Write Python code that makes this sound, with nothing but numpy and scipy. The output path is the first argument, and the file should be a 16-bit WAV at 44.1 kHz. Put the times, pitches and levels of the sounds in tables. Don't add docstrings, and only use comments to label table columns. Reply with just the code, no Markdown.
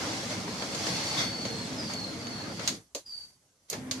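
import sys
import numpy as np
from scipy import signal
from scipy.fft import rfft, irfft
from scipy.io import wavfile
from scipy.ndimage import uniform_filter1d

SR = 44100
rng = np.random.default_rng(int(sys.argv[2]) if len(sys.argv) > 2 else 0)


def master(y):
    cut = np.clip(np.atleast_2d(y).T, -1, 1)
    pcm = np.round(cut * 32767)
    wavfile.write(sys.argv[1], SR, pcm.astype(np.int16))


N = 176400


def amp(db):
    return 10 ** (np.asarray(db) / 20)


def evened(x):
    return x / np.sqrt(np.mean(x ** 2) + 1e-20)


def read(points, hz):
    f, value = np.transpose(points)
    return np.interp(np.log(hz + 1), np.log(f + 1), value)


def add(mix, s, sound):
    part = mix[..., round(s * SR):][..., :sound.shape[-1]]
    part += sound[..., :part.shape[-1]]


def colour(x, spectrum, skirt_db=-30):
    (low_hz, low_db), (high_hz, high_db) = spectrum[0], spectrum[-1]
    below = (low_hz * 0.45, low_db + skirt_db)
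    above = (high_hz * 1.3, high_db + skirt_db)
    gain_db = read([below, *spectrum, above], np.fft.rfftfreq(x.shape[-1], 1 / SR))
    return irfft(rfft(x) * amp(gain_db), x.shape[-1])


def spread(pair):
    # f/Hz, coherence (1 = identical)
    coherence = [(60, 0.96), (180, 0.96), (530, 0.77), (1580, 0.017), (4710, 0.17), (14000, 0.022)]
    z = rfft(pair)
    same = np.clip(read(coherence, np.fft.rfftfreq(N, 1 / SR)), -1, 1)
    return irfft([z[0], same * z[0] + np.sqrt(1 - same ** 2) * z[1]], N)


def patchy(patchy_db, size):
    overlap = size * 3 // 4
    z = signal.stft(rng.standard_normal((2, N)), nperseg=size, noverlap=overlap)[2]
    across_pitch = uniform_filter1d(rng.standard_normal(z.shape[1:]), 4, 0)
    patches = evened(uniform_filter1d(across_pitch, 8, 1))
    noise = signal.istft(z * amp(patchy_db * patches), nperseg=size, noverlap=overlap)[1]
    return spread(noise[:, :N])


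def ring(modes, t):
    return sum(amp(db - 60 * t / t60) * np.sin(2 * np.pi * (hz * t + rng.random())) for hz, db, t60 in modes)


def air():
    # f/Hz, relative level per Hz/dB
    air_spectrum = [(30, -2), (160, -7.5), (420, -15.5), (900, -14.5), (3150, -16.5), (6160, -12),
                    (11500, -15), (13000, -35), (14500, -53)]
    # f/Hz, level/dB
    thin_tones = [(6000, -63.5)]
    hush_db = -57.5
    t = np.arange(N) / SR
    tones = 0
    for hz, db in thin_tones:
        wander = np.cumsum(0.02 * rng.standard_normal((2, N)), 1)
        tones = tones + amp(db) * np.sin(2 * np.pi * (hz * t + wander))
    return amp(hush_db) * evened(colour(patchy(patchy_db=2.5, size=1024), air_spectrum)) + tones


def motor():
    # t/s, f/Hz, level/dB
    hum_path = [(3.75, 254, -52), (3.82, 256.6, -43.5), (4, 259, -39.5)]
    s, hz, db = np.transpose(hum_path)
    t = np.arange(N) / SR
    phase = 2 * np.pi * np.cumsum(np.interp(t, s, hz)) / SR
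    unsteady = 1 + 0.16 * np.sin(2 * np.pi * 17 * t)
    return amp(np.interp(t, s, db, left=-120)) * unsteady * np.sqrt(2) * np.sin(phase)


def garage(x):
    t60_s, level_db = 0.46, 1
    taps = np.zeros((2, SR // 2))
    slots = np.arange(200, SR // 2 - 20, 20)
    at = slots + rng.integers(0, 20, (2, len(slots)))
    decaying = rng.choice([-1., 1.], at.shape) * amp(-60 * at / SR / t60_s)
    np.put_along_axis(taps, at, decaying, 1)
    return amp(level_db) * signal.fftconvolve(x, taps / np.linalg.norm(taps[0]), axes=1)[:, :N]


def whistles():
    # start t/s, length/s, start f/Hz, end f/Hz, bend (over 1 swoops early),
    # relative level/dB, loudest at (share of length), trill depth (0-1), waver/Hz
    glides = [(0.46, 0.37, 4260, 4430, 0.99, -50, 0.66, 0.1, 30),
              (0.873, 0.17, 4340, 4300, 1.35, -42.5, 0.6, 0, 30),
              (1.031, 0.48, 4485, 4360, 0.22, -39.5, 0.31, 0, 22),
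              (1.482, 0.168, 4306, 4213, 0.78, -43, 0.75, 0.1, 25),
              (1.547, 0.12, 8160, 7670, 1.3, -53.5, .4, 0.6, 30),
              (1.775, 0.062, 5160, 4760, 1.36, -39.5, 0.4, 0.15, 60),
              (1.828, 0.28, 4720, 4216, 1.58, -41, 0.46, 0.84, 30.4),
              (2.185, .26, 4620, 4310, 1.49, -44, 0.62, 1, 50),
              (2.448, 0.205, 4600, 4630, 1.05, -51, .3, 0.8, 120),
              (3.051, 0.18, 5030, 4580, 4.5, -40.5, 0.25, 0.09, 29.5)]
    trill_hz, trill_swing_hz, trill_jitter = 37.35, 120, 0.116
    onset_waver_hz = 119
    swell_power, flutter_db, overtone_db = 0.25, 2.5, -32
    out = np.zeros(N)
    for s, length, from_hz, to_hz, bend, db, top, trill, waver_hz in glides:
        t = np.arange(0, length, 1 / SR)
        fall = (1 - t / length) ** bend
        waver, jitter, flutter = (
            evened(uniform_filter1d(rng.standard_normal(len(t)), size=size)) for size in (250, 1500, 200))
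        onset = onset_waver_hz * fall ** 2 * abs(from_hz - to_hz) / 1000
        wobble = (waver_hz + onset) * waver
        beat = 2 * np.pi * np.cumsum(trill_hz * (1 + trill_jitter * jitter)) / SR
        trill = trill * (1 - fall)
        hz = to_hz + (from_hz - to_hz) * fall + wobble + trill * trill_swing_hz * np.sin(beat)
        phase = 2 * np.pi * np.cumsum(hz) / SR
        rise_and_fall = np.minimum(t / top, (length - t) / (1 - top)) / length
        shape = np.clip(rise_and_fall, 0, 1) ** swell_power
        shape = shape * (1 + trill * np.cos(beat)) * amp(flutter_db * flutter)
        add(out, s, amp(db) * shape * (np.sin(phase) + amp(overtone_db) * np.sin(2 * phase)))
    return out


def clanks():
    # t/s, relative level/dB, thud relative level/dB, left-right/dB, t60/s (at least 0.02 is used),
    # brightness/dB per octave
    blows = [(0.4774, -30, -2.5, 2, 0.15, -12), (0.6225, -25.5, -5.5, -2, 0.17, -7.5),
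             (0.7482, -28, -9, 3, 0.34, 0.1), (0.8683, -28.5, -1.5, -2, 0.26, -5),
             (1.4529, -27, -3.5, 0, 0.3, -5), (1.8967, -36, -2.5, -5, 0.25, -19),
             (1.936, -28.5, -9, -1, 0.097, 2.5), (2.2696, -31.5, -19, -3, 0.099, -6),
             (2.5955, -30.5, -12, 5, 0.4, -3.5), (2.6763, -14.5, -40, -0.5, 0.18, 0.9),
             (2.6902, -25, -41, 4, 0.25, 0), (2.9488, -23.5, -7, 0, 0.22, 3.5),
             (3.7004, -22.5, -23, -0.5, 0.15, 11.5), (3.7294, -27, -7, -0.5, 0.17, 3.5),
             (3.912, -19.5, -24, -2, 0.18, 0.6)]
    # f/Hz, relative level per Hz/dB
    crack_spectrum = [(900, -12.5), (2100, -7.5), (2500, -8.5), (3500, -6.5), (4400, 0.5), (5250, -7),
                      (6000, -7), (6500, 0.5), (7300, -8.5), (8100, -14.5), (14500, -29.5)]
    # f/Hz, relative level/dB, t60/s
    steel_modes = [(2240, -8, 0.2), (2650, -4, 0.13), (3450, -19, 0.23), (4120, -23, 0.18),
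                   (5840, -21, 0.42), (5970, -15, 0.12), (6800, -14, 0.17), (8140, -17, 0.023)]
    # f/Hz, relative level per Hz/dB
    thud_spectrum = [(200, -25), (320, -2), (440, -0.5), (600, 1), (750, -12), (1100, -13)]
    thud_t60_s = 0.12
    out, t = np.zeros((2, N)), np.arange(SR // 3) / SR
    for s, db, thud_db, pan_db, t60, tilt_db in blows:
        decay_db = -60 * t / max(t60, .02)
        tilted = [(hz, d + tilt_db * np.log2(hz / 4000)) for hz, d in crack_spectrum]
        crack = evened(colour(rng.standard_normal((2, len(t))), tilted))
        crack = crack * (amp(-60 * t / 0.032) + 0.58 * amp(decay_db))
        steel = ring(steel_modes, t) * amp(-15 + decay_db)
        thud = evened(colour(rng.standard_normal(len(t)), thud_spectrum)) * np.minimum(t / 0.00072, 1)
        thud = thud * amp(thud_db - 60 * (t / thud_t60_s) ** 1.5)
        pan = amp([[pan_db / 2], [-pan_db / 2]])
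        blow = ((crack + steel) * pan + thud) * np.minimum(t / 0.0011, 1)
        add(out, s - .001, amp(db - 7) * blow)
    return out


def travel(axis):
    # t/s,
    # panel rumble relative level/dB, roller roll relative level/dB, track rattle relative level/dB
    lift = [(0.0, -39, -36.5, -41.5), (0.29, -40.5, -42.5, -44.5), (0.31, -41, -36.5, -40.5),
            (0.37, -38, -41.5, -45.5), (0.45, -40.5, -43, -47.5), (0.66, -41, -40.5, -44),
            (0.67, -41, -42, -46), (0.86, -40.5, -39, -39.5), (0.87, -39, -37.5, -36),
            (0.9, -36.5, -38.5, -39), (1.14, -41.5, -38, -40), (1.21, -38, -34.5, -39.5),
            (1.29, -38.5, -42, -47.5), (1.36, -41.5, -42, -48.5), (1.44, -38.5, -44.5, -47),
            (1.84, -39, -42, -48.5), (1.88, -40, -50, -48.5), (1.9, -42, -39, -45.5),
            (1.98, -40, -45.5, -50.5), (2.42, -41.5, -44.5, -52), (2.52, -40, -41.5, -53),
            (2.56, -43.5, -52.5, -50.5), (2.6, -39.5, -40, -51), (2.66, -43, -44, -44.5)]
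    stop = [(2.73, -41.5, -49.5, -50), (2.76, -47, -55, -51.5), (2.8, -53, -61, -68), (2.9, -73, -87, -94)]
    restart = [(3.685, -80, -62, -57), (3.72, -52, -51, -52), (3.735, -47, -36.5, -47),
               (3.78, -40, -47.5, -55.5), (3.83, -44, -50, -68), (3.9, -43.5, -49, -75),
               (3.94, -45.5, -50.5, -49), (4.0, -43, -47.5, -55.5)]
    t = np.arange(N) / SR
    gain = 0
    for run in ([*lift, *stop], restart):
        s, db = np.transpose(run)[[0, axis]]
        gain = gain + amp(np.interp(t, s, db, left=-120, right=-120))
    return gain


def panel_rumble():
    # f/Hz, relative level per Hz/dB
    rumble_spectrum = [(15, -59), (25, -33), (46, -24), (65, -15), (109, -2.5), (152, -3.5), (200, -1.5),
                       (313, -6), (360, -12.5), (420, -10), (550, -37), (920, -120)]
    # f/Hz, relative level/dB, t60/s
    panel_modes = [(118.7, -4.5, 0.21), (189.2, -1, 0.15), (257.3, 1, 0.13), (308.6, 1, 0.12),
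                   (459, -1, 0.11), (552, -3.5, 0.15)]
    t = np.arange(6000) / SR
    booms = signal.oaconvolve(patchy(patchy_db=4, size=2048), ring(panel_modes, t)[None])[:, :N]
    rumble = evened(colour(patchy(patchy_db=0.0, size=2048), rumble_spectrum))
    return amp(-1.0) * travel(axis=1) * (rumble + amp(-3.5) * evened(booms))


def roller_roll():
    # f/Hz, relative level per Hz/dB
    roll_spectrum = [(190, -26), (330, -5), (405, -14), (444, -7.5), (585, -0.5), (1170, -6), (1820, -8),
                     (2120, -7), (2420, -12.5), (3800, -17), (4940, -39), (8360, -120)]
    roll = evened(colour(patchy(patchy_db=2.0, size=1024), roll_spectrum))
    return amp(0.13) * travel(axis=2) * roll


def hail():
    ticks_per_s, tick_spread_db = 3500, 3.5
    sizes = amp(tick_spread_db * np.minimum(rng.exponential(1, (2, N)), 4))
    ticks = sizes * (rng.random((2, N)) < ticks_per_s / SR) * rng.choice([-1, 1], (2, N))
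    return evened(spread(ticks)) + 1.25 * evened(patchy(patchy_db=2.5, size=512))


def track_rattle_and_scrape():
    # f/Hz, relative level per Hz/dB
    rattle_spectrum = [(1410, -26), (2400, -6), (3770, -6.5), (4380, 1), (6330, -4), (8610, -13.5),
                       (12500, -25), (14000, -80), (14500, -80)]
    # f/Hz, t60/s, relative level/dB
    track_modes = [(1300, 0.057, -16.5), (2143, 0.025, 0), (3258, 0.012, 2.5), (3530, 0.04, -4.5),
                   (3870, 0.024, -3.5), (4420, 0.013, -6.5), (5690, 0.071, -9), (6400, 0.014, -0.5),
                   (6880, 0.023, -32)]
    ring_db, ring_swell_db = -8, 2
    scrape_s, scrape_rise_s, scrape_t60_s, scrape_db = 1.168, 0.016, 0.24, -29
    t = np.arange(6000) / SR
    ticks = hail()
    steady, fitful = 0, 0
    for hz, t60, db in track_modes:
        mode = signal.oaconvolve(ticks, ring([(hz, db, t60)], t)[None])[:, :N]
        drift = uniform_filter1d(uniform_filter1d(rng.standard_normal(N), size=2500), size=1000)
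        steady = steady + mode
        fitful = fitful + amp(ring_swell_db * np.tanh(evened(drift))) * mode
    rattle = evened(colour(hail(), rattle_spectrum)) + amp(ring_db) * evened(fitful)
    since = np.maximum(np.arange(N) / SR - scrape_s, 0)
    scrape_gain = np.minimum(since / scrape_rise_s, 1) * amp(scrape_db - 60 * (since / scrape_t60_s) ** 2)
    scrape = 0.59 * evened(steady) + 0.72 * evened(colour(ticks, rattle_spectrum))
    return amp(4.5) * travel(axis=3) * rattle + scrape_gain * scrape


def door():
    return panel_rumble() + roller_roll() + track_rattle_and_scrape()


def scene():
    whistle = whistles()[None]
    return air() + motor() + garage(whistle) + 0.98 * whistle + clanks() + door()


def record(dry):
    # f/Hz, left-right/dB
    lean_points = [(60, -2), (180, -0.5), (530, 1.5), (1580, 2.5), (4710, -1), (14000, -9)]
    # f/Hz, relative level per Hz/dB
    hiss_spectrum = [(35, -44), (60, -2), (97, 0), (432, -8), (3040, -20.5), (6190, -12.5), (11200, -25),
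                     (14500, -33)]
    bass_cut_hz, edge_hz, hiss_db = 45, 14400, -70
    gate_db, gate_depth_db, gate_soft_db = -58, 21.5, 5
    lean = read(lean_points, np.fft.rfftfreq(N, 1 / SR)) / 2
    dry = signal.sosfilt(signal.butter(2, bass_cut_hz, "high", fs=SR, output="sos"), dry)
    x = irfft(rfft(dry) * amp([lean, -lean]), N)
    power = signal.lfilter(np.ones(900) / 900, 1, (x ** 2).mean(0))
    power_db = 10 * np.log10(abs(power) + 1e-12)
    shut = np.exp((gate_db - power_db) / gate_soft_db)
    hiss = amp(hiss_db) * evened(colour(patchy(patchy_db=3.0, size=1024), hiss_spectrum))
    x = x * amp(-gate_depth_db * shut) + hiss
    band_limit = signal.firwin(511, edge_hz, window=("kaiser", 9), fs=SR)
    return signal.oaconvolve(x, band_limit[None], "same")


dry = scene()
out = record(dry)
master(out)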